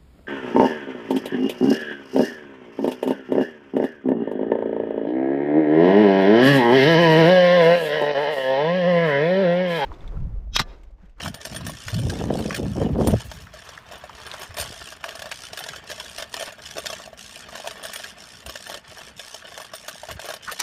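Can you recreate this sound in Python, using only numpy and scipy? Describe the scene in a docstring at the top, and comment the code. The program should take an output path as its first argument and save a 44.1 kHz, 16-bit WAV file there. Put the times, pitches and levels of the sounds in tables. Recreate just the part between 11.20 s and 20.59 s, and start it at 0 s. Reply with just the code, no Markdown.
"""An asphalt park path: a child's kick scooter rolls along, the microphone moving beside it.
The wheels crunch over smooth and rough stretches and tick in short runs; bumps rattle the
deck, the tube and small steel parts. Now and then grit pops under a wheel and the tyres scrub in
a turn. Wind buffets the microphone, hard for the first two seconds; a faint drone lies far off."""
import sys
import numpy as np
from scipy import signal
from scipy.fft import rfft, irfft, next_fast_len
from scipy.io import wavfile
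from scipy.ndimage import uniform_filter1d

SR = 44100
rng = np.random.default_rng(int(sys.argv[2]) if len(sys.argv) > 2 else 0)


def persist_wave(psi):
    """Save psi, clipped to +-1, as 16-bit WAV."""
    counts = np.round(np.clip(psi, -1, 1) * 32767).astype(np.int16)
    wavfile.write(sys.argv[1], SR, np.atleast_2d(counts).T)


N = 414099
T = np.arange(N) / SR


def amp(db):
    return 10 ** (np.asarray(db) / 20)


def unit(x):
    """Scales to rms 1."""
    return x / np.sqrt(np.mean(x ** 2) + 1e-20)


def unit_energy(x):
    return x / np.linalg.norm(x)


def add(mix, at_s, sound):
    part = mix[max(round(at_s * SR), 0):][:len(sound)]
    part += sound[:len(part)]


def butter(x, order, hz, kind="bandpass"):
    return signal.lfilter(*signal.butter(order, hz, kind, fs=SR), x)


def wander(hz):
    """Random drift of rms 1, rolled off above hz."""
    size = next_fast_len(N, real=True)
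    rolloff = 1 + (np.fft.rfftfreq(size, 1 / SR) / hz) ** 4
    return unit(irfft(rfft(rng.standard_normal(size)) / rolloff, size)[:N])


def curve(rows, column=1):
    """One column, interpolated over time."""
    rows = np.asarray(rows)
    return np.interp(T, rows[:, 0], rows[:, column])


def swells(rows, rise_s, fall_s):
    """Gain: each row rises, holds to its end and decays."""
    gain = np.zeros(N)
    for start, end, db in rows:
        t = np.arange(0, end - start + 10 * fall_s, 1 / SR)
        release = np.exp(-np.maximum(t - (end - start), 0) / fall_s)
        add(gain, start, amp(db) * np.minimum(t / rise_s, 1) * release)
    return gain


def colour(x, spectrum, resonances=(), size=4096):
    """Causal filter of energy 1: a smooth spectrum plus resonances."""
    f = abs(np.fft.fftfreq(size, 1 / SR))
    hz, db = np.transpose(spectrum)
    db = np.interp(np.log(f + 1), np.log(hz + 1), db)
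    for centre_hz, width_hz, lift_db in resonances:
        db = db + lift_db / (1 + (2 * (f - centre_hz) / width_hz) ** 2)
    minimum_phase = np.exp(signal.hilbert(np.log(amp(db))).conj())
    ring = np.fft.ifft(minimum_phase).real[:size // 2]
    return signal.oaconvolve(x, unit_energy(ring))[:N]


def grains(per_s, spread_db=3.0):
    """Tiny random contacts, a few much harder than the rest; rms 1."""
    hardness = amp(spread_db * np.minimum(rng.exponential(1, N), 4))
    return unit(rng.standard_normal(N) * hardness * (rng.random(N) < per_s / SR))


def contact(rise_s, fall_s, chatter_db, chatter_s=0.012, size=3000):
    """One hit of energy 1: quick, uneven contacts dying away in chatter."""
    t = np.arange(size) / SR
    attack = 1 - np.exp(-(t / rise_s) ** 2)
    decay = np.exp(-t / fall_s) + amp(chatter_db) * np.exp(-t / chatter_s)
    uneven = amp(3 * unit(uniform_filter1d(rng.standard_normal(size), size=50)))
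    return unit_energy(attack * decay * uneven * rng.standard_normal(size))


# Park ambience: f/Hz, level/dB
PARK_SPECTRUM = [(20, -12), (70, 3), (200, -14.5), (500, -2.5), (1000, -1.5), (3000, -8), (8000, -47),
                 (16000, -45)]

def park(level_db=-57):
    """The still park: a steady, soft hush."""
    return amp(level_db) * colour(rng.standard_normal(N), PARK_SPECTRUM)


# Drone envelope: t/s, level/dB
DRONE_LEVELS = [(0, -84), (4.8, -65), (5.6, -59), (6.3, -58), (7.8, -63.5), (8.4, -71), (9.39, -83)]

def drone(band_hz=(180, 240)):
    """A faint, far drone, perhaps traffic, swells and fades."""
    return unit(butter(rng.standard_normal(N), 2, band_hz)) * amp(curve(DRONE_LEVELS))


# Strong gust: t/s, rumble/dB, flutter/dB
GUST_LEVELS = [(0.0, -53, -59), (0.03, -30, -50), (0.1, -31.5, -65), (0.2, -61, -70), (0.33, -27.5, -42),
               (0.47, -31, -74), (0.64, -51, -79), (0.715, -38, -70), (0.738, -28, -42), (0.88, -22, -31),
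               (0.96, -30, -28.5), (1.1, -30, -24.5), (1.21, -34, -24.5), (1.3, -33, -32.5),
               (1.42, -27, -25.5), (1.54, -29, -47), (1.575, -24, -26), (1.625, -19, -17),
               (1.72, -25, -29.5), (1.81, -26, -15.5), (1.86, -30, -24.5), (1.885, -22.5, -18.5),
               (1.94, -17, -19.5), (1.975, -34, -54), (2.06, -54, -85)]
# Light air: t/s, level/dB
BREEZE_LEVELS = [(2.2, -54), (2.9, -57), (3.7, -58), (4.5, -60.5), (5.3, -58), (6.0, -59), (6.6, -72),
                 (8.0, -87), (8.4, -111), (9.39, -80)]
# Soft puffs: start/s, end/s, level/dB
BREEZE_PUFFS = [(2.04, 2.08, -34.5), (2.13, 2.17, -41), (2.2, 2.245, -42.5), (3.295, 3.325, -45),
                (3.39, 3.53, -44.5), (7.12, 7.17, -53), (7.25, 7.29, -45), (7.66, 7.7, -50),
                (8.87, 8.96, -40), (9.272, 9.295, -48)]
# Wind spectra: f/Hz, level/dB
RUMBLE_SPECTRUM = [(15, -64), (30, -43), (52, 3.5), (120, 1), (200, 2), (300, -6), (500, -30.5),
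                   (1200, -73)]
FLUTTER_SPECTRUM = [(80, -14.5), (200, 9), (300, 2.5), (550, 0), (750, -8), (1000, -17.5), (1600, -34),
                    (4000, -104)]
BREEZE_SPECTRUM = [(15, -41), (30, -40), (50, 1.5), (80, 1), (130, -5.5), (200, -13.5), (400, -26),
                   (1200, -37)]

def wind(rumble_db=-4.5, flutter_db=-0.5):
    """Eddies at the microphone: a low rumble that tears into flutter in fast air."""
    eddies = unit(rng.standard_normal(N) * amp(3.5 * wander(hz=35.4) + 2 * wander(hz=9.1)))
    torn = unit(rng.standard_normal(N) * amp(5.5 * wander(hz=74)))
    rumble = colour(eddies * amp(curve(GUST_LEVELS) + rumble_db), RUMBLE_SPECTRUM, [(130, 114, 3.9)])
    flutter = colour(torn * amp(curve(GUST_LEVELS, column=2) + flutter_db), FLUTTER_SPECTRUM)
    air = amp(curve(BREEZE_LEVELS) - 0.2 * wander(hz=2.6))
    puffs = swells(BREEZE_PUFFS, rise_s=0.011, fall_s=0.004)
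    breeze = colour(eddies * np.hypot(air, puffs), BREEZE_SPECTRUM, [(77.6, 67, 3.7)])
    return rumble + flutter + breeze


# Eddy shedding: start/s, end/s, level/dB, f/Hz
AIR_THROBS = [(0.661, 0.68, -33, 70), (0.725, 0.903, -25, 106.1), (1.441, 1.59, -30.5, 163.3),
              (1.934, 1.948, -16, 105.6), (3.29, 3.313, -42, 83.9)]

def throbs(waver=0.23, uneven_db=1.0):
    """Steady air sheds eddies almost regularly at the microphone: a low, wavering throb."""
    out = np.zeros(N)
    sway = np.exp(waver * wander(hz=43))
    uneven = amp(uneven_db * wander(hz=40))
    for start, end, db, hz in AIR_THROBS:
        tone = unit(np.sin(2 * np.pi * np.cumsum(hz * sway) / SR))
        out += swells([(start, end, db)], rise_s=0.0053, fall_s=0.017) * tone
    return out * uneven


# Single eddies: t/s, level/dB
EDDY_SLAPS = [(1.014, -11.5), (1.04, -12.5), (1.191, -19), (1.204, -16), (1.267, -28), (1.456, -24),
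              (1.573, -17), (1.586, -18), (1.617, -10.5), (1.758, -14), (1.812, -6.5), (1.873, -2),
              (1.886, -9), (1.935, -17), (3.504, -28)]

def slaps(gain_db=-1, push_s=0.0023, size=1500):
    """An eddy slaps the microphone with one push and pull of pressure."""
    out = np.zeros(N)
    u = np.arange(size) / SR / push_s
    pulse = butter((1 - u) * np.exp(-u), 3, hz=1050, kind="lowpass")
    pulse = butter(pulse, 4, hz=60, kind="highpass")
    for at_s, db in EDDY_SLAPS:
        add(out, at_s, amp(db + gain_db) * pulse / abs(pulse).max())
    return out


def scuff(at_s=9.291, width_s=0.015, level_db=-27.5, band_hz=(1050, 1750)):
    """A tyre slips sideways for a moment: a rough, hollow chirp."""
    rasp = unit(butter(rng.standard_normal(N), 3, band_hz))
    return amp(level_db) * np.exp(-((T - at_s) / width_s) ** 2) * rasp


# Turns: start/s, end/s, level/dB
TYRE_SCRUBS = [(2.45, 2.95, -52.5), (2.97, 3.04, -47.5), (3.055, 3.17, -45.5), (3.19, 3.25, -45),
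               (4.33, 4.54, -57), (9.272, 9.303, -41)]
# Tyre scrape: f/Hz, level/dB
SCRUB_SPECTRUM = [(200, -17), (800, -16), (1400, -12), (3500, -19), (6000, -32), (16000, -40)]

def scrubbing():
    """In a turn the tyres scrub across the asphalt: a dense, gritty scrape."""
    drive = grains(per_s=2800) * swells(TYRE_SCRUBS, rise_s=0.014, fall_s=0.016)
    return colour(drive, SCRUB_SPECTRUM, [(1014, 370, 10.6)])


# Deck and tube resonances: f/Hz, width/Hz, lift/dB
FRAME_MODES = [(426, 21.6, 9), (560, 19, 4.5), (645.6, 96, 9), (725, 69, 5), (874, 190, 5.5),
               (1122, 69, 10.5), (1244, 76, 3), (1422, 150, 8.5), (1651, 180, 10), (1793, 90, 10),
               (1916, 37, 5.5), (2947, 1970, 13.5), (3044, 94, 4), (3320, 51, 4), (3570, 63, 5),
               (4450, 530, 4.5), (5377, 480, 9.5), (5410, 150, -3)]

def frame(force, spectrum):
    """A force rings the deck and tube."""
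    return colour(force, spectrum, FRAME_MODES)


# Tube clack: f/Hz, level/dB
CLACK_SPECTRUM = [(200, -28.5), (600, 3.5), (1000, -7.5), (1600, 0), (2200, -4), (4000, -0.5), (7000, 4),
                  (9000, -5.5), (12000, -4.5), (16000, -32)]

def tube(force):
    """The struck tube clacks through the frame."""
    return frame(force, CLACK_SPECTRUM)


# Cracking grit: t/s, level/dB, f/Hz
GRIT_POPS = [(0.0597, -15.5, 1220), (0.6765, -32, 1400), (0.682, -18, 1810), (1.3065, -14, 1580),
             (2.2692, -30, 1400), (2.575, -23.5, 1510), (2.8937, -24.5, 1180), (3.1146, -22, 3080),
             (3.1393, -21.5, 1100), (3.84, -15.5, 1370), (3.8402, -19.5, 2430), (4.1213, -20, 2230),
             (4.534, -22, 1140), (9.108, -21, 1310)]

def grit(gain_db=13, jolt_db=-12):
    """A stone grain cracks under a wheel: a hollow pop, briefer when higher, that jolts the frame."""
    pops, jolts = np.zeros((2, N))
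    for at_s, db, hz in GRIT_POPS:
        crack = contact(rise_s=1 / hz, fall_s=3.7 / hz, chatter_db=-43, chatter_s=0.0066)
        hollow = unit_energy(butter(crack, 3, [hz * 0.71, hz * 1.37]))
        add(pops, at_s, amp(db + gain_db) * hollow)
        add(jolts, at_s, amp(db + gain_db + jolt_db) * crack)
    return pops + tube(jolts)


def wheel_ticks(tick_hz, jitter=0.06, spread_db=1.7, rise_s=0.0012, fall_s=0.0018):
    """Force of one wheel's ticks: quick snaps, uneven in time and strength."""
    rate_hz = tick_hz * (1 + jitter * wander(hz=30))
    count = np.cumsum(rate_hz) / SR
    age_s = count % 1 / rate_hz
    force = amp(spread_db * rng.standard_normal(N))[count.astype(int)]
    return force * (1 - np.exp(-(age_s / rise_s) ** 2)) * np.exp(-age_s / fall_s)


# Tick runs, with rests as the rider weaves: start/s, end/s, level/dB
TICK_RUNS = [(0.0, 0.07, -41), (0.2, 0.38, -46.5), (0.44, 1.05, -45.5), (1.12, 1.38, -43.5),
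             (1.42, 1.63, -51), (1.79, 2.02, -46.5), (2.08, 2.23, -52.5), (2.33, 2.55, -54.5),
             (2.94, 3.29, -51.5), (3.36, 3.72, -45.5), (3.83, 4.11, -55.5), (4.13, 4.28, -45),
             (4.32, 4.57, -48), (4.66, 5.03, -45), (5.11, 5.28, -46.5), (5.41, 5.84, -46.5),
             (5.97, 6.22, -45), (6.29, 6.53, -48), (6.63, 6.9, -43), (6.97, 7.21, -49.5), (7.28, 7.57, -46),
             (7.67, 7.89, -50), (7.96, 8.19, -46.5), (8.26, 8.47, -50), (8.53, 8.93, -47.5),
             (8.99, 9.14, -43), (9.22, 9.39, -45)]
# Wheel tick: f/Hz, level/dB
TICK_SPECTRUM = [(200, -31), (1000, -18.5), (2200, -6), (4000, -2.5), (6300, 5), (8200, 0.5), (9400, 4),
                 (10500, -10.5), (11300, -3), (12400, -11.5), (13700, -8.5), (16000, -36)]

def ticking(gain_db=1.5, ticks_per_s=59.5, drift=0.025, rub_power=0.005, rest_db=-70):
    """Two wheels tick, interleaved, over a faint rub; the weaker ticking comes and goes."""
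    tick_hz = ticks_per_s * (1 + drift * wander(hz=2))
    rear_share = np.clip(0.45 + 0.3 * wander(hz=3), 0, 1)
    front, rear = wheel_ticks(tick_hz), rear_share * wheel_ticks(tick_hz)
    power = (front ** 2 + rear ** 2) / (1 + rear_share ** 2)
    load = np.hypot(amp(rest_db), swells(TICK_RUNS, rise_s=0.012, fall_s=0.018))
    snaps = unit(np.sqrt(power + rub_power) * rng.standard_normal(N))
    return frame(snaps * load * amp(gain_db), TICK_SPECTRUM)


# Smooth asphalt: t/s, level/dB
SMOOTH_LEVELS = [(0, -49), (1.0, -51), (2.3, -49.5), (3.0, -49.5), (4.9, -46.5), (5.9, -52.5), (6.7, -44),
                 (7.1, -51.5), (7.9, -49), (9.39, -49.5)]
# Rough stretches: start/s, end/s, level/dB
ROUGH_STRETCHES = [(0.0, 0.07, -40.5), (0.3, 0.5, -47.5), (0.675, 0.76, -43.5), (0.89, 1.2, -46.5),
                   (1.3, 1.38, -41), (1.59, 1.66, -45), (1.88, 2.02, -52), (2.33, 2.37, -44),
                   (2.7, 2.76, -45.5), (3.12, 3.23, -46), (3.37, 3.47, -38), (3.84, 4.13, -48),
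                   (4.35, 4.55, -53), (4.69, 4.86, -49.5), (4.97, 5.04, -43.5), (5.16, 5.29, -41),
                   (5.55, 5.61, -39), (5.67, 5.79, -44.5), (6.33, 6.5, -64), (6.56, 6.78, -57),
                   (7.26, 7.33, -49), (7.46, 7.56, -44.5), (7.76, 7.81, -58), (8.36, 8.44, -55),
                   (8.885, 8.92, -40), (9.04, 9.14, -44.5), (9.315, 9.335, -47)]
# Rider shifts her weight off the wheels: t/s, dip/dB
WEIGHT_LULLS = [(0.115, -7), (2.3, -7), (2.63, -11), (3.78, -2.5), (5.09, -2.5), (5.37, -2.5), (5.9, -8),
                (7.62, -7), (7.945, -12), (8.5, -3), (9.2, -5.5)]

def shaking(lull_s=0.11):
    """How hard the path shakes the wheels, as a gain."""
    dip_db = np.zeros(N)
    for at_s, db in WEIGHT_LULLS:
        add(dip_db, at_s - lull_s / 2, db * signal.windows.hann(int(lull_s * SR)))
    rough = swells(ROUGH_STRETCHES, rise_s=0.0018, fall_s=0.014)
    return np.hypot(amp(curve(SMOOTH_LEVELS)), rough) * amp(dip_db)


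# Wheel crunch: f/Hz, level/dB
ROLL_SPECTRUM = [(60, -5), (200, -4), (400, 3), (700, -5), (1200, -2.5), (2200, -6.5), (4000, -11),
                 (7000, -11.5), (11000, -32), (16000, -45)]

def rolling(gain_db=-1, patchy_db=4):
    """The grain of the asphalt drums through the wheels into the frame."""
    drive = grains(per_s=9000) * shaking() * amp(gain_db + patchy_db * wander(hz=55.4))
    return frame(drive, ROLL_SPECTRUM)


def knocks(count=480, per_s=55, over_roll_db=6.5, thud_db=-8, steel_db=-18.5, spread_db=6):
    """Loose joints knock lightly and unevenly, harder with the shaking; rows as in HARD_BUMPS."""
    late, hard, thud, jingle = np.clip(rng.standard_normal((count, 4)), -1.3, 1.3).T
    at_s = (np.arange(count) + late * 0.3) / per_s
    db = 20 * np.log10(np.interp(at_s, T, shaking())) + over_roll_db + spread_db * hard
    return list(np.transpose([at_s, db, thud_db + spread_db * thud, steel_db + spread_db * jingle]))


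def deck_blow(push_s=0.00043, settle_db=7, size=3000):
    """A short, solid push, then the joint chatters as it settles."""
    u = np.arange(size) / SR / push_s
    settling = contact(rise_s=0.0036, fall_s=0.0066, chatter_db=-10, chatter_s=0.011)
    return unit_energy((1 - u) * np.exp(-u)) + amp(settle_db) * settling


def deck_note(hz, t60_s=0.036, size=3000):
    """Each struck spot of the deck rings with a brief note of its own."""
    t = np.arange(size) / SR
    return unit_energy(amp(-60 * t / t60_s) * np.sin(2 * np.pi * hz * t))


# Steel part modes: f/Hz, level/dB, t60/s
STEEL_MODES = [(8930, -13, .02), (9073, 0, .06), (9170, -9, .025), (9380, -8, .02), (9580, -9, .02),
               (9768, -8.5, .04), (10350, -12, .04), (11200, -14, .025), (11333, -7, .04),
               (13560, -11, .025), (13696, -6.5, .035), (13830, -11, .025), (14295, -12, .04),
               (14789, -16, .04), (15120, -21, .035)]

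def steel(force, size=5000):
    """Small steel parts ring high and briefly."""
    t = np.arange(size) / SR
    ring = sum(amp(db - 60 * t / t60_s) * np.sin(2 * np.pi * hz * t) for hz, db, t60_s in STEEL_MODES)
    return signal.oaconvolve(force, unit_energy(ring))[:N]


# Bumps: t/s, level/dB, relative deck thud/dB, relative steel jingle/dB
HARD_BUMPS = [(0.0448, -23.5, -9, -10), (0.0774, -18.5, -12, -17.5), (0.141, -20.5, -6, -12),
              (0.25, -16.5, -11, -11), (0.267, -24.5, -5, -29), (0.322, -28, 2, -20), (0.345, -27, -1, -4),
              (0.36, -18.5, -15, -11), (0.4638, -19.5, -7, -6), (0.493, -26, -0.5, -4),
              (0.679, -19, -9, -15), (0.7, -23.5, -5, -24), (0.7403, -19, -24, -14),
              (0.785, -23.5, -11, -11), (0.8954, -16.5, -32, -20), (1.0115, -40, 3, -24),
              (1.186, -30, -21, -2), (1.343, -14.5, -20, -12), (1.3606, -18.5, -29, -8),
              (1.81, -30.5, -9, -23), (1.8705, -15, -19, -0.5), (1.9047, -24, -1, -5),
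              (2.0026, -23, -7.5, -31), (2.1134, -23, -5.5, -21), (2.336, -30, -3.5, -32),
              (2.489, -27.5, -5, -29), (2.71, -34.5, 1, -30), (2.732, -32, 3, -16), (2.837, -32, 0.5, -30),
              (2.998, -39, 2, -25), (3.0623, -27.5, -11, -10), (3.1367, -23.5, -7.5, -24),
              (3.192, -32, 0, -2), (3.2147, -22.5, -13, -10), (3.229, -21, -10, -12),
              (3.341, -26.5, -14, -15), (3.3666, -17.5, -14, -11), (3.3823, -15.5, -8, -7),
              (3.3969, -10.5, -14, -12), (3.41, -15, -12, -7), (3.424, -18.5, -21, -16),
              (3.448, -32, 2, -7), (3.469, -29, -11, -19), (3.52, -36.5, 7.5, -22), (3.535, -42, 7, -20),
              (3.721, -25, -7, -26), (3.84, -23.5, -8, -16), (3.858, -24.5, -12.5, -22),
              (3.881, -28, -1.5, -22), (3.888, -19, -9, -26), (3.906, -25, -19, -25), (3.923, -30, -7, -25),
              (3.9505, -23, -5.5, -17), (3.991, -21.5, -8.5, -20), (4.0181, -18, -9.5, -26),
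              (4.04, -38, 8, -25), (4.055, -23, -5.5, -30), (4.065, -29.5, -5.5, -28),
              (4.089, -32, -9, -12), (4.113, -15, -10, -20), (4.124, -25, -11, -28),
              (4.3296, -18.5, -10.5, -34), (4.372, -15, -10, -19), (4.3883, -18, -16, -10),
              (4.404, -24, -4, -22), (4.437, -19, -19, -27), (4.4618, -23, -6, -33),
              (4.4854, -16.5, -15, -37), (4.559, -22.5, -9, -21), (4.6983, -22.5, -5, -9),
              (4.713, -18, -15, -18), (4.726, -27, -6, -28), (4.778, -42, 10, -22), (4.797, -18, -17, -19),
              (4.9805, -19, -8.5, -11), (4.997, -23.5, -4, -12), (5.0216, -17, -8, -24),
              (5.1393, -12.5, -13, -22), (5.1651, -18, -8, -28), (5.194, -18, -12, -14),
              (5.207, -21, -0.5, -15), (5.2222, -17, -14, -14), (5.27, -37, 0, -15),
              (5.286, -31.5, -1, -13), (5.321, -25.5, -14, -17), (5.458, -23, -32, -22),
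              (5.508, -21, -22, -27), (5.5664, -21.5, -6, -24), (5.5805, -15.5, -7.5, -14),
              (5.642, -36, 5, -19), (5.6569, -14.5, -10, -18), (5.664, -12.5, -35, -39),
              (5.6989, -20, -3, -31), (5.727, -18, -9, -17), (5.798, -36.5, 7, -22),
              (5.856, -25.5, -10, -25), (5.8735, -36.5, 7, -30), (5.928, -39.5, 8, -30),
              (6.162, -33, -0.5, -22), (6.285, -28, -4, -31), (6.326, -30.5, -2.5, -25),
              (6.351, -20, -5.5, -18), (6.376, -23, -11, -24), (6.3978, -23, -5.5, -29),
              (6.443, -35, 3, -22), (6.458, -25.5, -2.5, -24), (6.4716, -16, -9, -18),
              (6.508, -21.5, -11, -15), (6.554, -32.5, -2, -26), (6.594, -34, 3.5, -25),
              (6.6252, -30.5, 0, -7), (6.636, -18, -11, -18), (6.65, -23, -2.5, -2),
              (6.7321, -19, -27, -4.5), (6.758, -18, -33, -6), (6.796, -25, -14, -28),
              (6.8401, -20.5, -31, -27), (7.2603, -22, -7.5, -11), (7.2919, -22.5, -9, -10.5),
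              (7.3532, -17, -15.5, -28), (7.466, -26.5, -8, -6), (7.4963, -24.5, -1.5, -10),
              (7.517, -29.5, 0, -5), (7.54, -20.5, -7.5, -24), (7.572, -25, -12.5, -30),
              (7.719, -39, 3.5, -25), (7.7702, -33.5, 1, -10), (7.788, -30, 1.5, -17),
              (7.81, -33.5, 1, -20), (7.9928, -19.5, -18, -35), (8.1415, -21.5, -9, -16),
              (8.3185, -31.5, -1, -29), (8.353, -34, -1, -22), (8.3752, -20.5, -8.5, -20),
              (8.3988, -26.5, 2, -12), (8.416, -29, -7, -8), (8.444, -30, -3, -22), (8.534, -22, -4.5, -17),
              (8.5488, -24.5, -19, -6), (8.6808, -15.5, -7.5, -10), (8.753, -33, -4.5, -10),
              (8.8313, -31, 3.5, -30), (8.851, -47, 8, -22), (8.8844, -25.5, 0, -30),
              (8.9095, -18, -6.5, -15), (8.992, -27, 0, -34), (9.024, -37, 5, -16), (9.042, -28, -3, -10),
              (9.0532, -28, -7, -0.5), (9.086, -24, 0, -3), (9.101, -21.5, -7, -10),
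              (9.1362, -18.5, -11.5, -11), (9.162, -28, -5, -20), (9.3145, -18, -10, -7.5),
              (9.321, -21.5, -14, -21)]
# Deck thud: f/Hz, level/dB
THUD_SPECTRUM = [(60, -35), (200, -10.5), (400, -9), (600, 3.5), (800, -8), (1200, -10.5), (3000, -21)]

def rattles(tube_db=12, deck_db=6, steel_db=16, note_db=9, note_hz=(497, 1246), deck_lag_s=0.002534):
    """Bumps knock the loose joints: the tube clacks, the deck thuds and rings, steel parts jingle."""
    clacks, blows, notes, jingles = np.zeros((4, N))
    for at_s, db, thud_db, jingle_db in HARD_BUMPS + knocks():
        stretch = rng.uniform(0.75, 1.3)
        clack = contact(rise_s=0.003 * stretch, fall_s=0.0032 * stretch, chatter_db=-22)
        add(clacks, at_s, amp(db) * clack)
        add(blows, at_s + deck_lag_s, amp(db + thud_db) * deck_blow())
        add(notes, at_s + deck_lag_s, amp(db + thud_db + note_db) * deck_note(rng.uniform(*note_hz)))
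        add(jingles, at_s, amp(db + jingle_db) * contact(rise_s=0.003, fall_s=0.005, chatter_db=-15))
    deck = amp(deck_db) * frame(blows, THUD_SPECTRUM) + notes
    return amp(tube_db) * tube(clacks) + deck + amp(steel_db) * steel(jingles)


def shifting_load(x, patchy_db=3.5, size=768):
    """Load and contact point keep changing, so different resonances stand out in turn."""
    framing = dict(nperseg=size, noverlap=size * 3 // 4)
    spectra = signal.stft(x, **framing)[2]
    patches = uniform_filter1d(rng.standard_normal(spectra.shape), size=4, axis=0)
    patches = unit(uniform_filter1d(patches, size=5, axis=1))
    return signal.istft(spectra * unit(amp(patchy_db * patches)), **framing)[1][:N]


def outdoors(x, wet_db=-16, t60_s=0.083, delay_s=0.003, size=12000):
    """Path and nearby trees scatter a faint, short tail."""
    t = np.arange(size) / SR
    tail = rng.standard_normal(size) * amp(-60 * t / t60_s) * (t > delay_s)
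    return x + amp(wet_db) * signal.oaconvolve(x, unit_energy(tail))[:N]


def scene():
    """Scooter, park and wind, in mono."""
    body = shifting_load(rolling() + ticking() + rattles())
    scooter = outdoors(body + scrubbing() + grit() + scuff())
    return (scooter + park() + drone() + wind() + throbs() + slaps())[None]


def record(dry):
    """The recorder rounds off the hardest gusts, then limits the band."""
    ceiling, edge_hz = 0.55, 15550
    rounded = ceiling * np.tanh(dry / ceiling)
    lowpass = signal.firwin(401, edge_hz, window=("kaiser", 9), fs=SR)
    return signal.oaconvolve(rounded, lowpass[None], "same")


dry = scene()
out = record(dry)
persist_wave(out)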